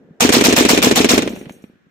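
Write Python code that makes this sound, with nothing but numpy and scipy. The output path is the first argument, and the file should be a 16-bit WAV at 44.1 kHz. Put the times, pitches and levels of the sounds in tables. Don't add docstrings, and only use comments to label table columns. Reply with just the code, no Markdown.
import sys
import numpy as np
from scipy import signal
from scipy.fft import rfft, irfft
from scipy.io import wavfile
from scipy.ndimage import map_coordinates

SR = 44100
rng = np.random.default_rng(int(sys.argv[2]) if len(sys.argv) > 2 else 0)


def master(y):
    cut = np.clip(np.atleast_2d(y).T, -1, 1)
    pcm = np.round(cut * 32767)
    wavfile.write(sys.argv[1], SR, pcm.astype(np.int16))


def boost_factor(decibels):
    exponent = np.asarray(decibels, float) / 20
    return 10 ** exponent


N = 83790
T = np.arange(N) / SR

# t/s, level/dB
SHOTS = [(.2053, -1), (.3241, 0), (.44, -.5), (.5643, 0), (.6895, -1), (.8256, -1), (.9589, -2),
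         (1.0919, -2)]
# t/s, level/dB
EARLIER_THUMPS = [(.006, -45), (0.048, -40), (0.072, -54), (.089, -38.5), (0.108, -30), (0.131, -48)]
# f/Hz, level/dB per Hz
AIR = [(18, -45.5), (30, -11.5), (221, 6), (345, -1), (512, -24.5), (1670, -5.5), (2350, -18.5),
       (2680, -18.5), (16000, -39)]
# f/Hz, level/dB per Hz
BLAST = [(350, -11.5), (600, -0.5), (1510, -8), (2670, -5.5), (4640, -4), (7210, -6), (9640, -6.5),
         (15000, -17.5), (16300, -15)]
# f/Hz, t60/s
BLAST_T60 = [(300, 0.18), (1300, 0.36), (3500, 0.41), (7000, 0.28), (13000, 0.19)]
# f/Hz, width/Hz, level/dB
MIC_RINGS = [(2410, 170, 4), (3900, 200, -1.5), (4700, 640, -6.5), (9870, 2700, -12)]
# f/Hz, level/dB per Hz
HISS = [(500, 1.5), (1000, -19), (1600, -13), (2600, -11.5), (4500, -16.5), (7000, -39.5), (9000, -26),
        (16000, -44)]
NEAR_DELAYS = [.0441, .0585, .0862, .0908, .0972, .13, .135, .1405, .1838]
# thump level/dB, f/Hz, cycles to fall 30 dB, crack level/dB, left leads/ms
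NEAR_WALLS = [(4, 351.2, 6.5, -30, 0.2), (-9, 470, 5.3, -18.5, 0.061), (4, 406, 4.1, -3, 0.38),
              (-6.5, 355, 3.26, -12.5, 0.04), (0.5, 331, 4.8, -11, -0.34), (-41.5, 810, 4.3, -10, .1),
              (-8.5, 330, 7.6, -17.5, 0.17), (-10, 500, 6.7, -27, 0.21), (-0.5, 451, 2.9, -13, -0.27)]
# delay t/s, thump level/dB, f/Hz, crack level/dB
FAR_WALLS = [(0.171, -8.5, 300, -64), (0.212, -15, 295.2, -73), (0.242, -12.5, 282.5, -33),
             (0.321, -19.5, 300, -34), (0.364, -52, 282.5, -31.5), (0.375, -22.5, 200, -76.5),
             (.403, -21.5, 800, -28.5), (.548, -21, 260, -38.5), (0.606, -33, 257.4, -71),
             (.664, -41, 240, -62), (0.776, -42, 216.3, -88.5)]
INVERTED = [2, 3, 6, 8, 14, 16]
# f/Hz, level/dB per Hz
CRACK = [(500, -3.5), (1200, -4.5), (2400, -1), (4500, 1), (8000, 3.5), (10000, 2), (16000, -24.5)]
# f/Hz, level/dB, t60/s
CASE_MODES = [(5750, -2, .4), (6360, 2, .15), (6500, -2, .3), (7280, -6, .35), (7750, -8, .3),
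              (8150, -8, .3), (8860, -6, .45), (10620, -6, .35), (11000, -6, .3), (12400, -6, .4),
              (13760, -8, .35), (14520, -10, .3), (15000, -4, .3)]
# t/s after its shot, level/dB
BOUNCES = [
    (0.201, -50.5),
    (.263, -56.5),
    (.3, -60),
    (.405, -63),
    (.43, -60),
    (.53, -70.5),
]

SHARED, SHARED_LAG_S = 0.4, 0.000441
THUMP_SAG, THUMP_RISE_S, TROUGH_BIAS = 0.32, 0.0004, 0.049
EARLIER_DB, EARLIER_T60_S, EARLIER_CYCLES = -51, 4.9, 7.3
AIR_DB = -59.5
BLAST_DB, BLAST_HOLD_S, HOLD_SAG_DB = -7.5, 0.017, 4.5
BOLT_LEAD_S, BOLT_DB = 0.0055, -11
PATCHY_DB, PATCH_S = 2.5, 0.007
CLUMP_DB, CLUMP_S = 1.5, 0.002
ROLL_START_S, ROLL_PER_S, ROLL_WIDE = 0.014, 1500, 0.5
ROLL_DB, ROLL_T60_S = -23, 0.45
LATE_DB, LATE_T60_S = -19, 0.84
HISS_DB, HISS_T60_S, HISS_DELAY_S = -24.5, 0.93, 0.04
CRACK_T60_S, SHOT_SPREAD_DB = 0.045, 1.0
DULL_HZ, DULL_DB_PER_S = 3300, 86
CASE_DETUNE, CASE_SPREAD_DB, CASE_MAX_T60_S = 0.005, 4.0, 0.45
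DUCK_DB, DUCK_S = 8, 0.014
LIMIT_CEILING, MIC_LOW_HZ, MIC_TOP_HZ = 1.6, 93, 16700


def rms_one(x):
    return x / np.sqrt(np.mean(x ** 2) + 1e-20)


def at_hz(points, hz):
    table = np.array(points)
    return np.interp(np.log(hz + 1), np.log(table[:, 0]), table[:, 1])


def coloured(spectrum):
    hz = np.fft.rfftfreq(N, 1 / SR)
    db = at_hz(spectrum, hz)
    for centre, width, peak_db in MIC_RINGS:
        db = db + peak_db / (1 + (2 * (hz - centre) / width) ** 2)
    left, right, common = rfft(rng.standard_normal((3, N)))
    lead = np.exp(1j * np.pi * hz * SHARED_LAG_S * np.array([[1], [-1]]))
    both = np.array([left, right]) + SHARED * common * lead
    return rfft(rms_one(irfft(both * boost_factor(db), N))), hz


def wander(span_s):
    return rms_one(map_coordinates(rng.standard_normal(2000), [T / max(span_s, 0.001)], order=2))


def dying(times, levels_db, t60):
    age = T - np.reshape(times, (-1, 1))
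    db = np.reshape(levels_db, (-1, 1)) - 60 * np.abs(age) / t60
    return np.sqrt(np.sum((age >= 0) * boost_factor(2 * db), axis=0))


def thump(age, hz, cycles):
    after = np.maximum(age, 0)
    turns = hz * after
    phase = turns * (1 - THUMP_SAG) + THUMP_SAG * 1.5 * (1 - np.exp(-turns / 1.2))
    wave = np.sin(2 * np.pi * phase) - TROUGH_BIAS
    return wave * (1 - np.exp(-after / THUMP_RISE_S)) * boost_factor(-30 * turns / cycles)


def add(out, s, wave):
    i = int(s * SR)
    out[:, i:i + wave.shape[1]] += wave[:, :max(N - i, 0)]


def scatter():
    clicks = (rng.random((3, N)) < ROLL_PER_S / SR) * rng.standard_normal((3, N))
    age = np.arange(int(0.057 * SR)) / SR
    reply = thump(age, 310, 5.0) + 0.9 * thump(age, 480, 7.0)
    parts = signal.fftconvolve(clicks, reply[None], axes=1)[:, :N]
    stereo = parts[0] + ROLL_WIDE * parts[1:]
    return rms_one(signal.sosfilt(signal.butter(2, 130, "high", fs=SR, output="sos"), stereo))


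def earlier_burst():
    out = scatter() * dying([0], [EARLIER_DB], EARLIER_T60_S)
    age = np.arange(int(0.05 * SR)) / SR
    for s, db in EARLIER_THUMPS:
        add(out, s, -boost_factor(db) * thump(age, 220, EARLIER_CYCLES) * np.ones((2, 1)))
    return out


def open_air():
    return boost_factor(AIR_DB) * irfft(coloured(AIR)[0], N)


def blast():
    spectrum, hz = coloured(BLAST)
    age = T - np.array(SHOTS)[:, :1]
    shot_db = np.array(SHOTS)[:, 1:]
    lead = np.where(age > -BOLT_LEAD_S, BOLT_DB + 6 * age / BOLT_LEAD_S, -200)
    held = np.clip(age / BLAST_HOLD_S, 0, 1)
    released = np.maximum(age - BLAST_HOLD_S, 0)
    centres = np.geomspace(400, 15000, num=14)
    out = 0
    for centre in centres:
        t60 = at_hz(BLAST_T60, centre)
        share = at_hz(np.transpose([centres, centres == centre]), hz)
        shape = -HOLD_SAG_DB * 0.092 / t60 * held - 60 * released / t60
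        power = np.sum(boost_factor(2 * (shot_db + np.where(age < 0, lead, shape))), axis=0)
        patches = boost_factor(PATCHY_DB * wander(PATCH_S))
        out = out + irfft(spectrum * share, N) * np.sqrt(power) * patches
    return boost_factor(BLAST_DB + CLUMP_DB * wander(CLUMP_S)) * out


def roll():
    quick = dying([ROLL_START_S], [ROLL_DB], ROLL_T60_S)
    slow = dying([ROLL_START_S], [LATE_DB], LATE_T60_S)
    answer = scatter() * (quick + slow)
    out = np.zeros((2, N))
    for s, _ in SHOTS:
        add(out, s, answer)
    times = np.array(SHOTS)[:, 0]
    hiss = irfft(coloured(HISS)[0], N)
    return out + hiss * dying(times + HISS_DELAY_S, HISS_DB + 0 * times, HISS_T60_S)


def echoes():
    out = np.zeros((2, N))
    age = np.arange(int(0.06 * SR)) / SR - 0.001
    sides = np.array([[1], [-1]])
    walls = [(s, *row) for s, row in zip(NEAR_DELAYS, NEAR_WALLS)]
    walls += [(s, db, hz, 4.0, crack_db, 0.1) for s, db, hz, crack_db in FAR_WALLS]
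    for s, _ in SHOTS:
        chance = rng.standard_normal((len(walls), 3))
        for k, (delay, db, hz, cycles, _, lead_ms) in enumerate(walls):
            wave = thump(age + sides * lead_ms / 2000, hz * (1 + 0.02 * chance[k, 0]), cycles)
            sign = -1 if k in INVERTED else 1
            add(out, s + delay + age[0], sign * wave * boost_factor(db + SHOT_SPREAD_DB * chance[k, 1:, None]))
    cracks = [(s + wall[0], wall[4], wall[0]) for s, _ in SHOTS for wall in walls]
    times, db, delay = np.transpose(cracks)
    spectrum, hz = coloured(CRACK)
    low = 1 / (1 + (hz / DULL_HZ) ** 6)
    out += irfft(spectrum * low, N) * dying(times, db, CRACK_T60_S)
    treble = irfft(spectrum * (1 - low), N)
    return out + treble * dying(times, db - DULL_DB_PER_S * delay, CRACK_T60_S * 0.8)


def cases():
    out = np.zeros((2, N))
    age = np.arange(int(0.3 * SR)) / SR
    hz, level_db, t60 = np.repeat(CASE_MODES, 2, axis=0).T[..., None]
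    fade = boost_factor(level_db - 60 * age / np.minimum(t60, CASE_MAX_T60_S)) * (1 - age / age[-1])
    for s, _ in SHOTS:
        tuned_hz = hz * (1 + CASE_DETUNE * rng.standard_normal(hz.shape))
        rings = fade * np.sin(2 * np.pi * tuned_hz * age)
        for delay, db in BOUNCES:
            touch = boost_factor(db + CASE_SPREAD_DB * rng.standard_normal((2, len(hz))))
            add(out, s + delay, touch @ rings)
    return out


def scene():
    age = T - np.array(SHOTS)[:, :1]
    duck = boost_factor(-DUCK_DB * np.sum((age > 0) * np.exp(-np.abs(age) / DUCK_S), axis=0))
    return blast() + duck * (earlier_burst() + open_air() + roll() + echoes() + cases())


def roll_off(x):
    return signal.sosfilt(signal.butter(12, 16450, fs=SR, output="sos"), x)


def record(dry):
    rounded = LIMIT_CEILING * np.tanh(dry / LIMIT_CEILING)
    cut = signal.sosfilt(signal.cheby2(10, 60, MIC_TOP_HZ, fs=SR, output="sos"), rounded)
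    cut = signal.sosfilt(signal.butter(1, MIC_LOW_HZ, "high", fs=SR, output="sos"), cut)
    return roll_off(np.clip(cut, -1, 1))


dry = scene()
out = record(dry)
master(out)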